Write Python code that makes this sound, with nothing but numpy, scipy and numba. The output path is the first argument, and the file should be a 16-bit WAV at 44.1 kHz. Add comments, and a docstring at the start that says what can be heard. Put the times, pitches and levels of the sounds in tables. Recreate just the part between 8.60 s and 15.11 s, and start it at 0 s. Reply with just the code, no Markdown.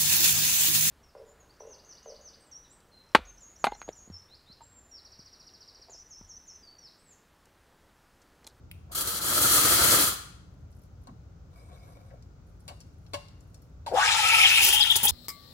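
"""A kitchen, just above the counter: an espresso machine. A knob clicks, the steam wand sputters water and is purged
into the drip tray (filtered noise), a steel pitcher slides over (slip grains through its base modes) and the wand
knocks it (decaying modes). Then steam enters the liquid: collapsing bubbles, grains through moving resonances, rise
from a gurgle to a screech, ring the air in the pitcher, and the tip spits bursts of noise at the surface."""
import sys
import numpy as np
from scipy import signal
from scipy.fft import rfft, irfft
from scipy.io import wavfile
from scipy.ndimage import uniform_filter1d
from numba import njit

SR = 44100
rng = np.random.default_rng(int(sys.argv[2]) if len(sys.argv) > 2 else 0)


def unload_audio(sound):
    """Save the sound as a 16-bit wav file, at the path given as the first command line argument."""
    columns = np.transpose(np.atleast_2d(sound))
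    # keep every value between -1 and 1, then stretch to whole-number steps
    steps = np.round(np.clip(columns, -1, 1) * 32767)
    wavfile.write(sys.argv[1], SR, steps.astype(np.int16))


N = 287085
TIME_S = np.arange(N) / SR


def undb(db):
    """Decibels to gain."""
    return 10 ** (np.asarray(db) / 20)


def unit(x):
    """Scale to rms 1."""
    return x / np.sqrt(np.mean(x ** 2))


def noise():
    """White noise."""
    return rng.standard_normal(N)


def curves(table):
    """Columns of a timed table, interpolated to every sample."""
    t_s, *columns = np.transpose(table)
    return [np.interp(TIME_S, t_s, column) for column in columns]


def over_hz(points, hz):
    """Read (f/Hz, value) points on a log-frequency axis."""
    f_hz, value = np.transpose(points)
    return np.interp(np.log(hz + 1), np.log(f_hz), value)


def colour(x, points, size=4096):
    """Causal minimum-phase filter with the given (f/Hz, gain/dB) response."""
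    log_gain = np.log(undb(over_hz(points, np.fft.rfftfreq(size, 1 / SR))))
    cepstrum = irfft(log_gain)
    # fold the cepstrum onto positive time
    cepstrum[1:size // 2] *= 2
    cepstrum[size // 2 + 1:] = 0
    impulse = irfft(np.exp(rfft(cepstrum)))
    return signal.fftconvolve(x, impulse)[:len(x)]


@njit
def svf(x, hz, width_hz):
    """State-variable band-pass whose centre and width move."""
    y, b, l = np.empty(len(x)), 0., 0.
    for i in range(len(x)):
        g, k = np.tan(np.pi * hz[i] / SR), width_hz[i] / hz[i]
        v = (b + g * (x[i] - l)) / (1 + g * (g + k))
        b, l, y[i] = 2 * v - b, l + 2 * g * v, k * v
    return y


def band(x, hz, width_hz):
    """One resonance, fixed or moving."""
    ones = np.ones(len(x))
    return svf(x + 1e-18, hz * ones, width_hz * ones)  # offset avoids denormals


def band2(x, hz, width_hz):
    """Two equal resonances in series: steeper skirts."""
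    return band(band(x, hz, width_hz), hz, width_hz)


def walk(points_per_s):
    """Smooth random wander, rms 1."""
    points = rng.standard_normal(2048)
    return unit(np.interp(TIME_S * points_per_s % len(points), np.arange(len(points)), points))


def grains(per_s, spread_db):
    """Random tiny impulses of uneven size, rms 1."""
    hits = rng.random(N) < per_s / SR
    return unit(hits * noise() * undb(spread_db * noise()))


def gate(start_s, length_s, rise_s, fall_s):
    """Opens at start, holds, then dies away."""
    opening = np.clip((TIME_S - start_s) / rise_s, 0, 1)
    return opening * np.exp(-np.maximum(TIME_S - start_s - length_s, 0) / fall_s)


def swell(peak_s, rise_db_per_s, fall_db_per_s):
    """Gain that grows steadily up to a moment and fades after it."""
    before_s, after_s = np.maximum(peak_s - TIME_S, 0), np.maximum(TIME_S - peak_s, 0)
    return undb(-rise_db_per_s * before_s - fall_db_per_s * after_s)


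def add(track, start_s, x):
    """Mix a short sound in at a time."""
    i = int(start_s * SR)
    track[i:i + len(x)] += x[:N - i]


def click(hz, decay_s=0.0026, relative_width=0.36):
    """Brief noise burst around one pitch."""
    t_s = TIME_S[:SR // 5]
    return unit(band(rng.standard_normal(len(t_s)), hz, relative_width * hz)) * np.exp(-t_s / decay_s)


# plume part unrelated between left and right: f/Hz, relative level/dB
PLUME_WIDTH = [(150, -25.5), (700, -6.5), (2000, -9.5), (5000, 0.5), (8000, -17.5), (11000, -22),
               (15000, -15)]


def wide(source, width_db=0):
    """A plume is no point: its eddies reach left and right partly unrelated."""
    common = source()
    return common + undb(width_db) * colour(source(), PLUME_WIDTH) * np.array([[1], [-1]])


# reverberation: f/Hz, T60/s
KITCHEN_T60 = [(100, 0.44), (1000, 0.74), (5000, 0.61), (10000, 0.45), (16000, 0.319)]
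# lead of the left microphone port over the right: f/Hz, phase/rad
PORT_PHASE = [(400, 0), (1000, .7), (2000, .8), (2900, 2.6), (4800, 4), (6500, 6.3), (8300, 8.9),
              (10300, 6.6), (13200, 6.2), (15000, 4.5)]
NEAR_DECAY_S = .004


def kitchen(x, side, near_db, room_db, shared_hz=750):
    """Direct sound, quick reflections off counter and machine, room tail; both channels share the bass."""
    t_s = TIME_S[:SR * 3 // 4]
    hz = np.fft.rfftfreq(len(t_s), 1 / SR)
    edges_hz = np.linspace(0, SR / 2, 32)
    near, late = rng.standard_normal((2, 2, len(t_s)))
    late, tail = rfft(late), 0
    apart = hz / np.hypot(hz, shared_hz)
    for lo, hi in zip(edges_hz, edges_hz[1:]):
        tau_s = over_hz(KITCHEN_T60, (lo + hi) / 2) / np.log(1000)
        tail = tail + irfft(late * ((hz >= lo) & (hz < hi)), len(t_s)) * np.exp(-t_s / tau_s)
    tail = tail * np.minimum(t_s / 0.006, 1) * np.sqrt(25 / SR)
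    reflections = rfft(near * np.exp(-t_s / NEAR_DECAY_S)) * np.sqrt(2 / NEAR_DECAY_S / SR)
    early = 1 + undb(near_db) * reflections * apart
    # reflections ripple the spectrum finely but leave its broad shape
    early = early / np.sqrt(uniform_filter1d(np.abs(early) ** 2, size=50, axis=1))
    room = undb(room_db) * apart
    paths = (early + room * rfft(tail)) / np.hypot(1, room)
    paths = paths * undb(np.array([[.5], [-.5]]) * over_hz(side, hz))
    paths[1] *= np.exp(-1j * over_hz(PORT_PHASE, hz))  # right port lags
    lead = 32  # samples kept ahead of the direct sound
    response = np.roll(irfft(paths, len(t_s)), lead, axis=1)[:, :-SR // 10]
    return signal.fftconvolve(np.atleast_2d(x), response, axes=1)[:, lead:lead + N]


# room floor spectrum: f/Hz, relative level/dB
FLOOR = [(20, -30.5), (55, 1), (90, 1.5), (170, -7.5), (220, -16.5), (290, -16.5), (340, -20.5),
         (720, -27.5), (1000, -33.5), (1400, -31.5), (1700, -40.5), (3200, -46), (6500, -44.5),
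         (10000, -62.5), (16000, -53.5)]
FLOOR_DB = -49.5


def background(apart_hz=600):
    """Low room rumble, alike in both channels, under a faint wide hiss."""
    mid, side = colour(noise(), FLOOR), colour(noise(), FLOOR)
    side = signal.sosfilt(signal.butter(1, apart_hz, "high", fs=SR, output="sos"), side)
    return undb(FLOOR_DB) * (mid + side * np.array([[1], [-1]])) / np.std(mid)


# knob click spectrum: f/Hz, relative level/dB
KNOB = [(300, -11), (1000, -19), (1700, -14), (2900, 1), (3900, -4.5), (5000, -10), (6300, -28), (8400, -2),
        (10000, -8), (12000, -14), (14000, -9), (15600, -9)]
KNOB_S, KNOB_DB, KNOB_DECAY_S = .1135, -34, 0.0014


def knob():
    """One dry plastic click as the valve knob leaves its seat."""
    return undb(KNOB_DB) * gate(KNOB_S, 0.00055, 0.00045, KNOB_DECAY_S) * unit(colour(noise(), KNOB))


# wand joint ticks: t/s, relative level/dB, f/Hz
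TICKS = [(2.1258, -69, 5520), (2.218, -70, 13500), (2.236, -69, 10550), (3.624, -62.5, 5180),
         (4.004, -66, 9500), (4.2035, -52.5, 6700), (4.211, -56, 5100), (4.4648, -62, 3550),
         (4.684, -60.5, 4380), (4.8063, -65, 6840), (4.944, -54.5, 5960), (5.02, -63, 13100)]
# wand modes: f/Hz, relative level/dB, T60/s
WAND = [(4400, 3, 0.067), (5420, 9, 0.11), (7000, 2, .05)]
# hands moving the wand: t/s, length/s, level/dB
HANDLING = [(1.915, .07, -79), (2.09, 0.15, -76), (2.409, .05, -76), (3.859, 1.23, -80)]


def ticks(tick_db=9.0, ring_db=-19):
    """Small bright clicks ring the wand; fainter ones come while the hands move it."""
    out, t_s = np.zeros(N), TIME_S[:SR // 5]
    ring = sum(undb(ring_db + db - 60 * t_s / t60_s) * np.sin(2 * np.pi * hz * t_s) for hz, db, t60_s in WAND)
    for start_s, db, hz in TICKS:
        add(out, start_s, undb(db + tick_db) * (click(hz) + ring))
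    handled = sum(undb(db) * gate(start_s, length_s, 0.011, .03) for start_s, length_s, db in HANDLING)
    return out + handled * unit(band(grains(220, 1.3), 10500, 7000))


# pitcher base modes: f/Hz, nominal width/Hz, relative level/dB
BASE = [(534, 154, 2), (710, 105, 1.5), (894, 260, -3), (1190, 89, -11), (2270, 110, -6), (3770, 300, -13),
        (5000, 250, -14), (5950, 250, -16), (7000, 350, -18), (8500, 800, -17.5), (11160, 1000, -18.5),
        (13800, 900, -19.5)]
# SLIDE_LENGTH_S: until the pitcher is lifted; rise and fall: speeding up, slowing down
SLIDE_S, SLIDE_LENGTH_S, SLIDE_RISE_S, SLIDE_FALL_S = 2.892, 0.48, 0.091, 0.14


def slide(slide_db=-58.5, judder_db=1.4, drift=0.0086, flutter_db=2.5):
    """Dense slips of steel on stone ring the pitcher base; each mode flutters as the contact shifts."""
    slips = grains(3000, 1.3) * undb(judder_db * walk(24.77))
    grip = np.exp(drift * walk(9.8))
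    ring = 0
    for hz, width_hz, db in BASE:
        mode = band(band(slips, hz * grip, 1.4 * width_hz), hz * grip, 2.0 * width_hz)
        ring = ring + undb(db + flutter_db * walk(35)) * mode
    return undb(slide_db) * unit(ring) * gate(SLIDE_S, SLIDE_LENGTH_S, SLIDE_RISE_S, SLIDE_FALL_S)


# wand-pitcher contacts: t/s, relative level/dB, treble tilt/(dB/octave), crack decay/s, relative steel ring/dB
KNOCKS = [(2.471, -61, 2.5, 0.0038, -8.5), (4.079, -47, 1.5, 0.0078, -13), (4.085, -51.5, -2, 0.016, 0.5),
          (4.534, -36.5, -2, 0.012, -18), (4.541, -39.5, -2, 0.012, -1.5), (5.262, -44.5, -2, 0.033, -13)]
# steel modes of wand and pitcher: f/Hz, relative level/dB, T60/s
STEEL = [(575, 9.5, 0.14), (721, -3, .18), (867, 7, 0.15), (929, 0, 0.25), (1010, -1, 0.2), (1077, 2, 0.18),
         (1687, 2, 0.07), (2210, 1.5, 0.09), (2750, -15, 0.38), (2780, 9, 0.077), (2944, -1, 0.12),
         (3350, -9, 0.13), (4630, 2, 0.06), (5240, -15, 0.22), (6600, -8, .13)]
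# crack spectrum: f/Hz, relative level/dB
CRACK = [(150, -18), (400, -21), (590, 0), (740, -4), (1000, -9), (1350, -13.5), (1750, -9.5),
         (2900, -11.5), (4500, -4.5), (6000, -13), (9000, -14.5), (12000, -21.5), (16000, -26)]
# dull low bumps: a soft thud before the first sputter, thuds and scuffs of hands and pitcher,
# the thump of a spit: t/s, length/s, level/dB, f/Hz
BUMPS = [(0.296, 0.024, -53, 770), (2.47, 0.023, -51, 877), (2.475, 0.055, -47, 189),
         (3.499, 0.012, -61.5, 1660), (3.511, 0.036, -55, 606), (4.082, 0.039, -50, 930),
         (4.085, 0.027, -56, 540), (6.422, 0.017, -42, 177)]


def knocks(ring_db=-4, crack_db=8):
    """Each contact cracks briefly and rings the steel; dull bumps are added."""
    out, t_s = np.zeros(N), TIME_S[:SR // 2]
    for start_s, db, tilt_db, crack_s, steel_db in KNOCKS:
        ring = 0
        for hz, mode_db, t60_s in STEEL:
            # grip and point of contact change each mode's strength
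            decay = undb(mode_db + 2 * rng.standard_normal() - 60 * t_s / t60_s)
            ring = ring + decay * np.sin(2 * np.pi * (hz * t_s + rng.random()))
        crack = unit(colour(rng.standard_normal(len(t_s)), CRACK)) * np.exp(-t_s / crack_s)
        blow = undb(ring_db + steel_db) * ring + undb(crack_db) * crack
        blow = blow * np.minimum(t_s / (0.071 * crack_s), 1)
        tilt = [(hz, tilt_db * np.log2(hz / 1500)) for hz in (300, 9000)]
        add(out, start_s, undb(db) * colour(blow, tilt))
    for start_s, length_s, db, hz in BUMPS:
        out += undb(db) * gate(start_s, length_s, 0.003, 0.011) * unit(band2(noise(), hz, 0.51 * hz))
    return out


# jet hiss and tray roar spectra: f/Hz, relative level/dB
JET = [(900, -38), (1800, -12.5), (2500, -10), (2950, -4.5), (3300, 3), (3650, -6), (4100, 2), (5000, -4),
       (6300, -0.5), (7500, 2.5), (8700, 2), (10000, 5.5), (12300, -1.5), (14000, 3), (15600, 1)]
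TRAY = [(29, -48.5), (50, -12), (90, -1.5), (140, -7.5), (200, -5.5), (253, -11.5), (295, -1.5), (349, -5),
        (420, -3.5), (510, -8.5), (610, -7), (760, -10.5), (930, -11.5), (1140, -4.5), (1290, 1), (1390, 0),
        (1510, -3), (1820, -11), (2400, -22), (3120, -46.5), (5280, -120)]
# condensed water spat out: t/s, length/s, relative level/dB
SPUTTERS = [(0.314, 0.024, -37), (0.346, 0.011, -28), (0.374, 0.014, -27.5), (0.404, 0.012, -26.5),
            (0.47, 0.018, -26.5)]
# water slugs choking the hiss: t/s, length/s, depth/dB
CHOKES = [(0.425, 0.039, -5), (0.59, 0.018, -11.5)]
# valve cracked open, turned up, shut; flow time constant, closing time
CRACKED_S, TURNED_S, SHUT_S = .351, 0.61, 1.556
BUILD_S, SHUTTING_S = 0.17, 0.16
CRACKED_DB, OPEN_DB = -29, -18.5


def purge(tray_db=-9.0, weak_roar_db=-2.5, flutter_db=1.53, buffet_db=2.0, sputter_db=-2, rush_db=5):
    """Wet spurts, then a dry jet that hisses at the tip and roars where it hits the drip tray."""
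    throttled = np.exp(-np.maximum(TIME_S - TURNED_S, 0) / BUILD_S)
    valve = gate(CRACKED_S, 2, 0.0018, .01) * np.clip((SHUT_S - TIME_S) / SHUTTING_S, 0, 1)
    flow = valve * undb(OPEN_DB + (CRACKED_DB - OPEN_DB) * throttled)
    choked_db = sum(db * gate(start_s, length_s, 0.0041, 0.0039) for start_s, length_s, db in CHOKES)
    sputter = sum(undb(db) * gate(start_s, length_s, 0.0037, 0.0038) for start_s, length_s, db in SPUTTERS)
    hiss = undb(choked_db + flutter_db * walk(50)) * unit(colour(noise(), JET))
    # a throttled jet barely reaches the tray
    roar_db = tray_db + weak_roar_db * throttled ** 2 + buffet_db * walk(70.1)
    roar = undb(roar_db) * unit(colour(noise(), TRAY))
    # the wide turbulent plume ends up as flow squared
    rush = undb(rush_db) * flow * unit(band(noise(), 2000, 1513))
    droplets = unit(colour(grains(12000, 6.0), JET)) + undb(-11.5) * unit(colour(noise(), TRAY))
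    return flow * (hiss + roar + rush) + undb(sputter_db) * sputter * droplets


# droplet bursts: t/s, relative level/dB, f/Hz
POPS = [(6.031, -21, 6540), (6.047, -21, 13800), (6.09, -21, 9300), (6.1275, -21, 3000),
        (6.3232, -26, 2980), (6.356, -21.5, 3850), (6.4537, -15.5, 13900), (6.4812, -21, 6150),
        (6.492, -24, 5500)]


def pops(pop_db=3):
    """Single droplets burst above the milk."""
    out = np.zeros(N)
    for start_s, db, hz in POPS:
        add(out, start_s, undb(db + pop_db) * click(hz))
    return out


# a tip hole comes clear: t/s, length/s, relative level/dB
WHISTLES = [(6.026, .06, -32), (6.043, .005, -23), (6.127, .005, -23), (6.146, .008, -28),
            (6.304, .008, -31), (6.434, .008, -20), (6.483, 0.013, -29)]
WHISTLE_HZ, WHISTLE_WIDTH_HZ = 14544, 600


def whistles():
    """Thin, very high edge tones of the bare steam holes."""
    bare = sum(undb(db) * gate(start_s, length_s, 0.002, 0.003) for start_s, length_s, db in WHISTLES)
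    return bare * unit(band2(noise(), WHISTLE_HZ, WHISTLE_WIDTH_HZ))


# large bubbles, each pumping one pitcher air mode: t/s, relative level/dB, f/Hz
GULPS = [(5.551, -33.5, 820), (5.597, -25.5, 860), (5.662, -24.5, 1314), (5.703, -27, 1325),
         (5.735, -27, 885), (5.752, -25, 1315), (5.793, -23, 1322), (5.845, -31, 1325), (5.985, -31, 1327),
         (6.151, -35, 854), (6.21, -34.5, 846), (6.455, -30.5, 880)]
GULP_S = 0.011  # swell and fade


def gulps(waver=0.012):
    """Each large bubble swells one air mode into a short hollow note."""
    warped_s = np.cumsum(np.exp(waver * walk(60))) / SR
    out = 0
    for peak_s, db, hz in GULPS:
        envelope = np.exp(-((TIME_S - peak_s) / GULP_S) ** 2)
        out = out + undb(db) * envelope * np.sin(2 * np.pi * hz * warped_s)
    return out


# tip breaks the surface: t/s, length/s, relative level/dB, wet gush relative to spray/dB
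SPITS = [(6.011, 0.09, -30, -1), (6.118, 0.039, -34, 0), (6.305, 0.0083, -34, -17),
         (6.354, 0.017, -24.5, -5.5), (6.427, 0.038, -23.5, -47), (6.476, 0.023, -29, -2)]


def spitting():
    """Strength of the steam that escapes each time the tip breaks the surface."""
    return sum(undb(db) * gate(start_s, length_s, 0.009, 0.0045) for start_s, length_s, db, _ in SPITS)


# spray and thump spectra: f/Hz, relative level/dB
SPRAY = [(2000, -10.5), (4000, -9.5), (6500, -1), (8300, 5), (9900, 10), (12000, 1.5), (14600, 6),
         (15800, 2.5)]
THUMP = [(40, -41), (90, 7), (190, -17.5), (400, 1.5), (900, -53), (2000, -58)]
# steaming starts, rising tip reaches the surface, mist is thickest
STEAM_S, SURFACE_S, MIST_PEAK_S = 5.311, 5.89, 6.04


def spits(tear_db=2, crackle_db=-5, mist_db=-32.0, thump_db=-22.5):
    """A fine mist grows as the tip nears the surface; steam tears through with spray, wet gush, soft thump."""
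    droplets = noise() * undb(tear_db * walk(240)) + undb(crackle_db) * grains(550, 0.91)
    spray, thump = unit(colour(droplets, SPRAY)), unit(colour(noise(), THUMP))
    mist = undb(mist_db) * gate(STEAM_S, 2, 0.066, .01) * swell(MIST_PEAK_S, 31, 33)
    gush = 0
    for start_s, length_s, db, gush_db in SPITS:
        gush = gush + undb(db + gush_db) * gate(start_s, length_s, 0.0064, 0.0043)
    bursts = spitting() * (spray + undb(thump_db) * thump)
    return mist * spray + bursts + gush * unit(band2(noise(), 6900, 6000))


# bubbles shrink and grow more alike as steam picks up: t/s, f/Hz, pitch spread/Hz, relative level/dB
BUBBLES = [(5.32, 560, 460, -34), (5.375, 860, 760, -26), (5.43, 1400, 1100, -26.5),
           (5.48, 2300, 2120, -30), (5.62, 2470, 1700, -33), (5.68, 2490, 1100, -27),
           (5.83, 2560, 1200, -22), (5.9, 2510, 1300, -28.5), (6.0, 2680, 900, -23.5),
           (6.09, 2960, 980, -27), (6.21, 3234, 800, -26), (6.27, 3140, 880, -31.5),
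           (6.315, 3200, 900, -32), (6.39, 2980, 900, -40.5), (6.445, 2970, 900, -35.5),
           (6.51, 3440, 950, -34)]
# bubbles pulsing in step: t/s, length/s, first f/Hz, relative level/dB, settling time to the cloud's pitch/s
SQUEALS = [(5.267, 0.01, 971, -31.5, 0.042), (5.28, 0.021, 580, -44, .04), (5.315, 0.005, 760, -35, .04),
           (5.318, 0.0084, 380, -35.5, 0.056), (5.336, 0.014, 490, -23.5, 0.19),
           (5.359, 0.033, 787, -22, 0.2), (5.394, .012, 1110, -27, 0.069), (5.41, 0.01, 1505, -29, .1),
           (5.429, 0.012, 1644, -24.5, 0.22), (5.48, 0.0074, 3390, -28, 0.23),
           (5.799, .012, 2280, -21.5, 0.03), (5.846, 0.015, 3340, -17, 0.043),
           (6.2, 0.023, 3385, -20.5, 0.036), (6.209, 0.011, 5200, -26, 0.045),
           (6.223, 0.0065, 4180, -23, 0.019), (6.299, 0.019, 3340, -18, 0.093),
           (6.47, 0.0046, 3336, -19, .04)]


def squeals(jitter=0.04063, rough_db=2.0):
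    """Short rough chirps that glide towards the pitch of the bubble cloud."""
    pitch_hz = curves(BUBBLES)[0]
    waver, rough = np.exp(jitter * walk(700)), undb(rough_db * walk(400))
    out = 0
    for start_s, length_s, first_hz, db, settle_s in SQUEALS:
        unsettled = np.exp(-np.maximum(TIME_S - start_s, 0) / settle_s)
        hz = waver * (pitch_hz + (first_hz - pitch_hz) * unsettled)
        tone = np.sin(2 * np.pi * np.cumsum(hz) / SR)
        out = out + undb(db) * gate(start_s, length_s, 0.0022, 0.011) * tone
    return rough * out


def gurgle(x, depth_db, points_per_s):
    """Foam opens and closes over the tip: each third of an octave swells and sinks on its own."""
    hz, spectrum = np.fft.rfftfreq(N, 1 / SR), rfft(x)
    centres_hz = 1000 * 2 ** (np.arange(11) / 3)
    out = 0
    for one in np.eye(len(centres_hz)):
        share = np.interp(hz, centres_hz, one)
        out = out + irfft(spectrum * share, N) * undb(depth_db * walk(points_per_s))
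    return unit(out)


# higher air modes rung by the bubbles: f/Hz, width/Hz, relative level/dB
OVERTONES = [(1676, 38, 7.5), (2270, 57, 6), (2400, 50, 3), (2578, 45, 6), (2850, 36, -3), (3126, 83, 3),
             (3330, 35, -12), (3530, 37, -11), (5260, 130, 23)]


def bubble_cloud(pitch_hz, spread_hz, throb_db=1.0, sing_db=-10, scatter=0.146, sing_width_hz=130, swirl=0.013):
    """Dense collapses ring a broad band, the biggest bubbles sing one after another, both ring the air above."""
    collapses = grains(9000, 1.7) * undb(throb_db * walk(90))
    crowd = band(band2(collapses, pitch_hz, spread_hz), pitch_hz, spread_hz)
    crowd = unit(crowd / np.sqrt(spread_hz))  # even power as the band narrows
    note_hz = pitch_hz * np.exp(scatter * walk(70) * spread_hz / pitch_hz)
    cloud = crowd + undb(sing_db) * unit(band2(noise(), note_hz, sing_width_hz))
    air = sum(undb(db) * band(cloud, hz * np.exp(swirl * walk(13)), width_hz) for hz, width_hz, db in OVERTONES)
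    return cloud + air


# pitcher air modes at steaming start: f/Hz, nominal width/Hz, relative level/dB, change at the surface/dB
CAVITY = [(504.5, 25, -12, -5), (768.5, 30, -4.5, -3), (852, 30, 0.5, -3.5), (927, 34, -3.5, -2.5),
          (1271, 28.5, 1.5, -12.5)]
# tip hiss spectrum: f/Hz, relative level/dB
HISS = [(400, -19.5), (900, -6), (1700, 2.5), (3200, 7.5), (4100, 2), (4800, -1), (5400, 2.5), (6500, 1.5),
        (7500, 2.5), (8500, -2), (9800, 2), (11300, -17.5), (13000, -10), (16000, -24)]
HISS_S, HISS_RISE_S = 5.332, 0.071
GURGLE_DB, GURGLE_POINTS_PER_S = 3.4, 48  # foam patching the hiss
AIR_RISE_PER_S = 0.068  # air modes glide steadily upward


def steaming(cloud_db=-4, cavity_db=-32.0, cavity_fade_db_per_s=8, spit_ring_db=-11, hiss_db=-26,
             wander=0.046, surge_db=0.7, cavity_throb_db=3.0, slosh=0.018):
    """Collapsing steam bubbles ring the bubble cloud and the air above it, over the hiss of the tip."""
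    pitch_hz, spread_hz, bubble_db = curves(BUBBLES)
    pitch_hz = pitch_hz * np.exp(wander * walk(60))
    valve, pressure = gate(STEAM_S, 2, 0.0042, .01), gate(STEAM_S, 2, 0.15, .01) ** 2
    cloud = bubble_cloud(pitch_hz, spread_hz)
    # the swirling surface keeps retuning the air above it
    swirl = np.exp(slosh * walk(22) + AIR_RISE_PER_S * (TIME_S - STEAM_S))
    surfaced = gate(SURFACE_S, 1, 0.037, .01)
    air = 0
    for hz, width_hz, db, change_db in CAVITY:
        mode_db = db + change_db * surfaced + cavity_throb_db * walk(40)
        air = air + undb(mode_db) * band2(noise(), hz * swirl, 2 * width_hz)
    # smaller bubbles stir the air less; every spit stirs it again
    stir = pressure * undb(cavity_db - cavity_fade_db_per_s * (TIME_S - STEAM_S))
    stir = stir + undb(spit_ring_db) * spitting()
    hiss_level = undb(hiss_db) * gate(HISS_S, 2, HISS_RISE_S, .01) * swell(SURFACE_S, 12.6, 27.0)
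    hiss = hiss_level * gurgle(colour(grains(20000, 0.75), HISS), GURGLE_DB, GURGLE_POINTS_PER_S)
    return valve * undb(bubble_db + cloud_db) * cloud + stir * unit(air * undb(surge_db * walk(45))) + hiss


# left minus right at each place: f/Hz, level difference/dB
TRAY_SIDE = [(100, 1.5), (300, 1), (650, 4.5), (900, 0.5), (1300, 3.5), (1900, 2.5), (4000, 3.5),
             (6800, 3.5), (8500, 0.8), (15000, -0.5)]
PITCHER_SIDE = [(200, -2), (850, 6), (1400, 3), (2600, 0.5), (3400, 11.5), (5000, 8), (7000, 2), (11000, 0)]


def scene():
    """The drip tray and the pitcher each sound from their own place."""
    tray = kitchen(wide(purge), TRAY_SIDE, near_db=2, room_db=-7.0)
    milk = wide(steaming, width_db=-3.0) + squeals() + gulps()
    surface = whistles() + wide(spits, width_db=-2.0) + pops()
    pitcher = kitchen(milk + surface, PITCHER_SIDE, near_db=-0.5, room_db=-11.0)
    handling = kitchen(knocks() + ticks() + slide(), TRAY_SIDE, near_db=6.5, room_db=-10.0, shared_hz=1684)
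    handling = handling + kitchen(knob(), TRAY_SIDE, near_db=-3.0, room_db=-10.0)
    floor = background() * undb(np.array([[.5], [-.5]]) * 1.3)  # left 1.3 dB up
    return tray + undb(3.0) * pitcher + handling + floor


TOP_HZ = 15850


def record(dry):
    """Steep elliptic low-pass cuts the top."""
    return signal.sosfilt(signal.ellip(10, .2, 80, TOP_HZ, fs=SR, output="sos"), dry)


dry = scene()
out = record(dry)
unload_audio(out)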